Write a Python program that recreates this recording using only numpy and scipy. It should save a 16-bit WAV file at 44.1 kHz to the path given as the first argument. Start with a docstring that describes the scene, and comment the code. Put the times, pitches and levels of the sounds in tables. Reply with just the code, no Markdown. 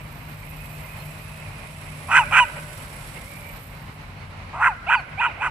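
"""An open playing field, on a stereo pair. A little to the right, a small dog chases a radio-controlled
toy car and yaps six times: each yap rises in pitch, breaks into a harsh rasp as the jaw opens, and falls
away clearer. The car's gears fizz and whine, and its tyres brush the grass. Far off, two engines hum
over traffic and birds chirp; a pavilion and trees send back faint echoes of the dog."""
import sys
import numpy as np
from scipy import signal
from scipy.fft import rfft, irfft, next_fast_len
from scipy.io import wavfile
from scipy.ndimage import uniform_filter1d, map_coordinates

SR = 44100
rng = np.random.default_rng(int(sys.argv[2]) if len(sys.argv) > 2 else 0)


def store_pcm(level_fs):
    """Save levels as 16-bit WAV."""
    pcm = np.round(np.clip(level_fs, -1, 1) * 32767).astype(np.int16)
    wavfile.write(sys.argv[1], SR, np.atleast_2d(pcm).T)


N = 242675
TIME = np.arange(N) / SR


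def from_db(db):
    """Decibels as an amplitude gain."""
    return 10 ** (np.asarray(db) / 20)


def unit_rms(x):
    """x scaled to rms 1."""
    return x / np.sqrt(np.mean(x ** 2) + 1e-20)


def in_time(rows):
    """The columns of a (time, values...) table, read at every sample."""
    times, *columns = np.transpose(rows)
    return [np.interp(TIME, times, column) for column in columns]


def at_bins(points, size):
    """A (frequency, value) table, read at every bin of a transform."""
    hz, value = np.transpose(points)
    return np.interp(np.log(np.fft.rfftfreq(size, 1 / SR) + 1), np.log(hz), value)


def coloured(x, spectrum):
    """x shaped by a (frequency [Hz], gain [dB]) table."""
    size = next_fast_len(len(x), True)
    return irfft(rfft(x, size) * from_db(at_bins(spectrum, size)), size)[:len(x)]


def butter(x, hz, kind, order=2):
    """A high- or low-pass filter with a flat passband."""
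    return signal.sosfilt(signal.butter(order, hz, kind, fs=SR, output="sos"), x)


def drift(rate_hz, size=N):
    """A smooth random wander, mostly slower than rate_hz; rms 1."""
    padded = next_fast_len(size, True)
    hz = np.fft.rfftfreq(padded, 1 / SR)
    spectrum = rfft(rng.standard_normal(padded)) / (1 + (hz / rate_hz) ** 4)
    return unit_rms(irfft(spectrum, padded)[:size])


def phase_of(hz):
    """Phase of an oscillator that follows hz."""
    return 2 * np.pi * np.cumsum(hz) / SR


def tone(hz, db):
    """A sine of rms level db."""
    return from_db(db) * np.sqrt(2) * np.sin(phase_of(hz))


def resonate(x, hz, width_hz):
    """A resonance with gain 1 at its centre, which may move."""
    carrier = np.exp(1j * phase_of(np.broadcast_to(hz, x.shape)))
    pole = np.exp(-np.pi * width_hz / SR)
    return 2 * np.real(carrier * signal.lfilter([1 - pole], [1, -pole], x / carrier))


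def formant(x, hz, width_hz):
    """A resonance with steep skirts."""
    return resonate(resonate(x, hz, width_hz), hz, 3 * width_hz)


def noise_band(hz, width_hz):
    """Stereo noise ringing in one resonance; rms 1."""
    return unit_rms(np.array([formant(noise, hz, width_hz) for noise in rng.standard_normal((2, N))]))


def diffuse_noise(spectrum):
    """Noise from all round, alike at both microphones only in the bass; its mid signal has rms 1."""
    # likeness across the pair: (frequency [Hz], correlation [-1 to 1])
    likeness = [(110, .97), (290, .89), (640, .53), (1410, -.1), (3100, .15), (7000, 0)]
    size = next_fast_len(N, True)
    alike = at_bins(likeness, size)
    gains = from_db(at_bins(spectrum, size)) * np.sqrt([1 + alike, 1 - alike])
    mid, side = irfft(rfft(rng.standard_normal((2, size))) * gains, size)[:, :N]
    return np.array([mid + side, mid - side]) / np.std(mid)


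def far_town(traffic_db=-42, swell_db=1.5, firing_hz=51.17, sag_hz_per_s=.3, drone_hz=92.4, wander=.01044):
    """Distant traffic, and two engines whose hum wavers on its way over the field."""
    # road wash and engine rumble: (frequency [Hz], relative level [dB])
    traffic_spectrum = [(15, -53), (40, -2.5), (91, -6), (122, -5), (239, -14.5), (331, -24.5), (1050, -17),
                        (2620, -24.5), (3340, -32), (4030, -29.5), (7290, -45), (11800, -59), (15500, -85)]
    rumble_spectrum = [(33, -34), (48, 9), (65, -7), (130, 6), (200, -3.5), (300, -7), (600, -38.5)]
    # the first engine, slowing a little: (time [s], hum level [dB], rumble level [dB])
    engine_levels = [(0, -44.5, -45), (1.1, -39, -54), (2.2, -44, -47), (3.3, -48.5, -47),
                     (4.5, -47, -53.5), (5.5, -53.5, -53)]
    # its harmonics: (multiple of the firing rate, gain [dB])
    engine_orders = [(1, -9.5), (2, -13), (3, -1.5)]
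    # the second engine, further off: (time [s], level [dB])
    drone_levels = [(0, -56), (2, -47), (3.2, -55.5), (4.25, -45), (5.5, -54)]
    hum_db, rumble_db = in_time(engine_levels)
    drone_db, = in_time(drone_levels)
    engine_hz = (firing_hz - sag_hz_per_s * TIME) * (1 + wander * drift(8))
    hum = sum(tone(k * engine_hz, hum_db + db + 3.2 * drift(7.3)) for k, db in engine_orders)
    drone = tone(drone_hz * (1 + wander * drift(15)), drone_db + 2 * drift(10))
    traffic = diffuse_noise(traffic_spectrum) * from_db(traffic_db + swell_db * drift(9.8))
    rumble = diffuse_noise(rumble_spectrum) * from_db(rumble_db)
    return hum + drone + traffic + rumble


def far_birds(blur=.0203):
    """Short gliding chirps from the trees, blurred by distance."""
    # bird calls: (start [s], length [s], first pitch [Hz], last pitch [Hz], level at mid-call [dB])
    chirps = [(0.976, 0.061, 4160, 4430, -55), (4.162, 0.1, 4300, 4550, -60.5),
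              (4.941, 0.076, 4670, 4240, -50), (5.247, 0.074, 3840, 3650, -58)]
    out = np.zeros(N)
    for start, length, start_hz, end_hz, db in chirps:
        along = np.clip((TIME - start) / length, 0, 1)
        glide_hz = start_hz + (end_hz - start_hz) * along ** 2
        out += np.sin(np.pi * along) * tone(glide_hz * (1 + blur * drift(280)), db)
    return out


def toy_car(fizz_trim_db=-2.5, tyre_trim_db=-1, whine_trim_db=-3, hum_trim_db=-1, bump_db=3, flicker_db=4):
    """Gears fizz and ring in fits, tyres brush the grass, and the motor and drive gear waver."""
    # running noise: (time [s], fizz level before trim [dB], tyre level before trim [dB])
    running_levels = [(0.0, -57.5, -48.5), (0.77, -50.5, -48.5), (1.58, -51, -47.5), (2.17, -46.5, -45.5),
                      (3.14, -45.5, -49.5), (4.15, -63, -50.5), (5.5, -66, -42)]
    # motor whine: (time [s], pitch [Hz], level before trim [dB])
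    motor = [(0, 12000, -56.5), (.8, 12080, -48), (1.5, 12400, -63), (2.45, 12900, -70), (2.75, 12180, -56),
             (3.1, 11950, -60), (3.5, 11990, -47), (4.4, 12300, -80), (5.5, 12300, -100)]
    # drive gear: (time [s], pitch [Hz], hum level before trim [dB], whirr level [dB])
    drive_gear = [(0, 611, -61, -57), (1.35, 632, -55, -49), (1.9, 614, -55, -53.5),
                  (2.25, 586.4, -44, -44), (2.7, 607, -50, -75), (3.1, 521.3, -59.5, -54),
                  (3.35, 575, -52, -48), (3.6, 569, -61, -56), (5.5, 562, -77, -82)]
    # gear fizz and tyres on grass: (frequency [Hz], relative level [dB])
    fizz_spectrum = [(3000, 3.5), (4500, -1), (5500, -1), (6400, -6), (7200, -2), (8300, 2), (9300, -1.5),
                     (10700, 3), (12200, -3.5), (13200, -6), (15500, -31)]
    tyre_spectrum = [(300, -4), (600, 4.5), (1000, 4), (1600, -7.5), (2100, 6.5), (2500, 2), (3000, -3),
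                     (3600, -20.5), (5000, -38)]
    # ringing gear teeth: (frequency [Hz], width [Hz], gain [dB])
    tooth_modes = [(7970, 130, -16.5), (10350, 290, -11.5)]
    fizz_db, tyre_db = in_time(running_levels)
    whine_hz, whine_db = in_time(motor)
    gear_hz, hum_db, whirr_db = in_time(drive_gear)
    rattle_db = 1.5 * drift(90)  # shakes fizz and whine together
    fizz = diffuse_noise(fizz_spectrum) * from_db(fizz_db + fizz_trim_db + rattle_db)
    ringing = sum(from_db(fizz_db + db + flicker_db * drift(34)) * noise_band(hz, width)
                  for hz, width, db in tooth_modes)
    tyres = diffuse_noise(tyre_spectrum) * from_db(tyre_db + tyre_trim_db + bump_db * drift(19.5))
    whine_gain = from_db(whine_db + whine_trim_db + rattle_db + 2 * drift(60))
    whine = whine_gain * noise_band(whine_hz, width_hz=170)
    # the drive hums, and its teeth whirr two octaves higher
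    gear_hz *= 1 + .028 * drift(14)
    whirr = from_db(whirr_db + 2 * drift(15)) * noise_band(4 * gear_hz, width_hz=110)
    hum = tone(gear_hz * (1 + .026 * drift(90)), hum_db + hum_trim_db + 2 * drift(25))
    return fizz + ringing + tyres + whine + whirr + hum


def field_echoes(x, tail_db=-24, tail_t60_s=3.6, band_hz=(1150, 2000), smear_s=.02):
    """Smeared echoes and a thin tail from the trees; skimming the grass leaves mostly the middle band."""
    # returns from the pavilion and the trees: (delay [s], level before filtering [dB])
    reflections = [(.048, -18.5), (0.094, -27.5), (.195, -29)]
    t = np.arange(2 * SR) / SR
    noise = rng.standard_normal((2, len(t)))
    response = from_db(tail_db) * unit_rms(noise * from_db(-60 * t / tail_t60_s) * (t > .015))
    for delay, db in reflections:
        response += from_db(db) * unit_rms(noise * (t > delay) * np.exp(-abs(t - delay) / smear_s))
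    echoes = signal.fftconvolve(x[None], response / np.sqrt(len(t)), axes=1)[:, :N]
    return butter(butter(echoes, band_hz[0], "high", order=4), band_hz[1], "low")


def gesture(t, rise_s, rasp_s, fall_s, start_hz, break_hz, end_hz, fall_bend, hoarse_rise, hoarse_end,
            open_hz, peak_hz=1006.7, break_s=.014, db_per_hz=.082, softest_db=-19.5):
    """Effort rises, peaks in the rasp and ebbs. Pitch and level follow; the jaw opens for the rasp."""
    rising = np.clip(t / rise_s, 0, 1) ** 1.6
    pressing = np.clip((t - rise_s) / (.68 * rasp_s), 0, 1)
    falling = np.clip((t - rise_s - rasp_s) / fall_s, 0, 1) ** fall_bend
    pitch = start_hz + (break_hz - start_hz) * rising
    pitch += (peak_hz - break_hz) * pressing + (end_hz - peak_hz) * falling
    # the three stages crossfade
    in_rise = np.clip(.5 - (t - rise_s) / break_s, 0, 1)
    in_fall = np.clip(.5 + (t - rise_s - rasp_s) / break_s, 0, 1)
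    in_rasp = 1 - in_rise - in_fall
    fraying = .06 + hoarse_end * falling ** 1.7  # hoarseness creeps back late in the fall
    rough = np.clip(hoarse_rise * in_rise + .881 * in_rasp + fraying * in_fall, 0, 1)
    # half closed, the mouth rings just above the pitch; wide open, its resonance wobbles
    mouth_hz = (1 - in_rasp) * (pitch + 210) + in_rasp * (open_hz + 69.6 * drift(67, len(t)))
    # lower is softer; a clear rise carries better, and the closing jaw muffles the fall
    clear_rise = in_rise * (1 - rough)
    effort_db = np.maximum(db_per_hz * (pitch - peak_hz), softest_db) + 6.5 * clear_rise - in_fall
    muffle_db = -.5 * in_rise - 2.5 * in_fall
    return pitch, rough, mouth_hz, effort_db, muffle_db, clear_rise


def vocal_folds(pitch, rough, jitter=.08, shimmer=.5, breath=1.25):
    """Driven hard, the folds lose their even period and strength. Gives bare pulses and the full buzz."""
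    size = len(pitch)
    phase = phase_of(pitch * (1 + (jitter * rough + .005) * drift(220, size)))
    pulses = unit_rms(sum(np.cos(k * phase) for k in range(1, 16)))
    # strong and weak cycles alternate, which puts lines between the harmonics
    strength = 1 + rough * (np.cos(phase / 2) + shimmer * drift(470, size))
    air = rng.standard_normal(size) * (1 + .5 * np.cos(phase))
    return pulses, pulses * strength + breath * rough * air


def vocal_tract(folds, rough, mouth_hz, bright_db, mouth_db=6, closed_db=-10):
    """Throat, mouth and muzzle ring side by side; the mouth is loudest when the voice is rough."""
    # fixed resonances: (frequency [Hz], width [Hz], gain [dB])
    throat_hz, throat_width_hz, throat_db = (1000, 240, -6)
    muzzle_modes = [(2406, 308, -3.5), (2816, 156, -14.5)]
    throat = from_db(throat_db) * formant(folds, throat_hz, throat_width_hz)
    mouth = formant(folds, mouth_hz, width_hz=270)
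    mouth += from_db(-12 + .5 * bright_db) * formant(folds, hz=1880, width_hz=280)
    mouth *= from_db(mouth_db + closed_db * (1 - rough) ** 2)
    muzzle = sum(from_db(db) * formant(folds, hz, width) for hz, width, db in muzzle_modes)
    return throat + mouth + from_db(bright_db) * muzzle


def yap(start, rise_s, rasp_s, fall_s, start_hz, break_hz, end_hz, fall_bend, level_db,
        hoarse_rise, hoarse_end, open_hz, bright_db, top_db, flutter=.35, flutter_hz=140):
    """One yap: the vocal folds, regular or chaotic, sound through throat, mouth and muzzle."""
    # thin top of the voice: (frequency [Hz], relative level [dB])
    top_spectrum = [(3000, -7), (4900, -12.5), (5600, 1.5), (6400, -2.5), (8200, 2.5), (9600, -5),
                    (11200, -7.5), (13500, -54)]
    end = start + rise_s + rasp_s + fall_s
    span = np.arange(round(start * SR), min(N, round(end * SR)))
    t = np.arange(len(span)) / SR
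    pitch, rough, mouth_hz, effort_db, muffle_db, clear_rise = gesture(
        t, rise_s, rasp_s, fall_s, start_hz, break_hz, end_hz, fall_bend, hoarse_rise, hoarse_end, open_hz)
    pulses, folds = vocal_folds(pitch, rough)
    voice = vocal_tract(folds, rough, mouth_hz, bright_db + muffle_db)
    # steady lung pressure keeps the strength even, while loose tissue flaps during the rasp
    power = uniform_filter1d(uniform_filter1d(voice ** 2, size=90), size=70)
    voice /= np.sqrt(power + 1e-9)
    voice *= 1 + flutter * rough * np.sin(phase_of(flutter_hz * (1 + .3 * drift(80, len(t)))))
    edge_hz = 2790 + 24 * bright_db  # the muzzle cuts off higher in a bright yap
    voice = butter(butter(voice, 697, "high", order=5), edge_hz, "low", order=10)
    nasal = from_db(-17 + bright_db + muffle_db) * clear_rise * formant(pulses, hz=3200, width_hz=670)
    top = from_db(top_db + 4 * (1 - rough)) * unit_rms(coloured(folds, top_spectrum))
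    attack_s, release_s = .2 * rise_s, .015
    fade = np.clip(np.minimum(t / attack_s, (t[-1] - t) / release_s), 0, 1)
    out = np.zeros(N)
    out[span] = (voice + nasal + top) * from_db(level_db + effort_db) * fade
    return out


def dog(lag_s=55e-6):
    """The dog is a little to the right, so its yaps reach the left microphone later."""
    # yaps: (start [s], rise [s], rasp [s], fall [s], first pitch [Hz], pitch at the break [Hz],
    # last pitch [Hz], bend of the fall [over 1 = held], base level [dB], hoarseness of the rise [0-1],
    # hoarseness at the end [0-1], open mouth resonance [Hz], brightness [dB], gain of the thin top [dB])
    yaps = [ (2.083, .032, 0.074, 0.06, 689, 886.7, 702, 1.14, -9.5, 0.88, 1, 1463, 3, -25.5),
            (2.309, 0.018, .073, 0.048, 679, 915.7, 896, 1.37, -10, 0.65, 0, 1460, 5.5, -27.5),
            (4.524, .104, .053, .062, 589.8, 971, 657, 0.8, -13, 0.67, .15, 1405, -7, -34.5),
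            (4.864, 0.035, .053, .068, 650.3, 948, 633, 0.84, -13, 0.084, 0.28, 1413, 2, -36.5),
            (5.172, .040, 0.055, 0.071, 751, 970.4, 569, 0.86, -17.5, 0.09, 0.11, 1335, 4, -36.5),
            (5.393, .030, 0.055, 0.05, 725, 979, 694, 0.6, -20.5, 0.21, 0.58, 1310, 0.5, -32)]
    voice = sum(yap(*row) for row in yaps)
    left = map_coordinates(voice, [(TIME - lag_s) * SR], order=3)
    return np.array([left, voice]) + field_echoes(voice)


def scene():
    """Dog and car on the field, town and birds in the distance."""
    return dog() + toy_car() + far_town() + far_birds()


def record(dry, ceiling=.97, cutoff_hz=15700):
    """The stereo pair is duller on the left; the tallest peaks are rounded and the top is cut."""
    # imbalance of the microphone ports: (frequency [Hz], left minus right [dB])
    port_balance = [(60, 1.5), (900, 0.5), (1700, -3), (2050, -7.5), (2500, -9), (3100, -6.5), (4400, -3),
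                    (6000, -1), (8100, -15), (15000, -6.5)]
    ratio = from_db(at_bins(port_balance, N))
    port_gains = np.array([ratio, np.ones_like(ratio)]) * 2 / (1 + ratio)
    heard = irfft(rfft(dry) * port_gains, N)
    heard /= (1 + (heard / ceiling) ** 8) ** (1 / 8)
    return signal.sosfilt(signal.ellip(10, .1, 80, cutoff_hz, fs=SR, output="sos"), heard)


dry = scene()
out = record(dry)
store_pcm(out)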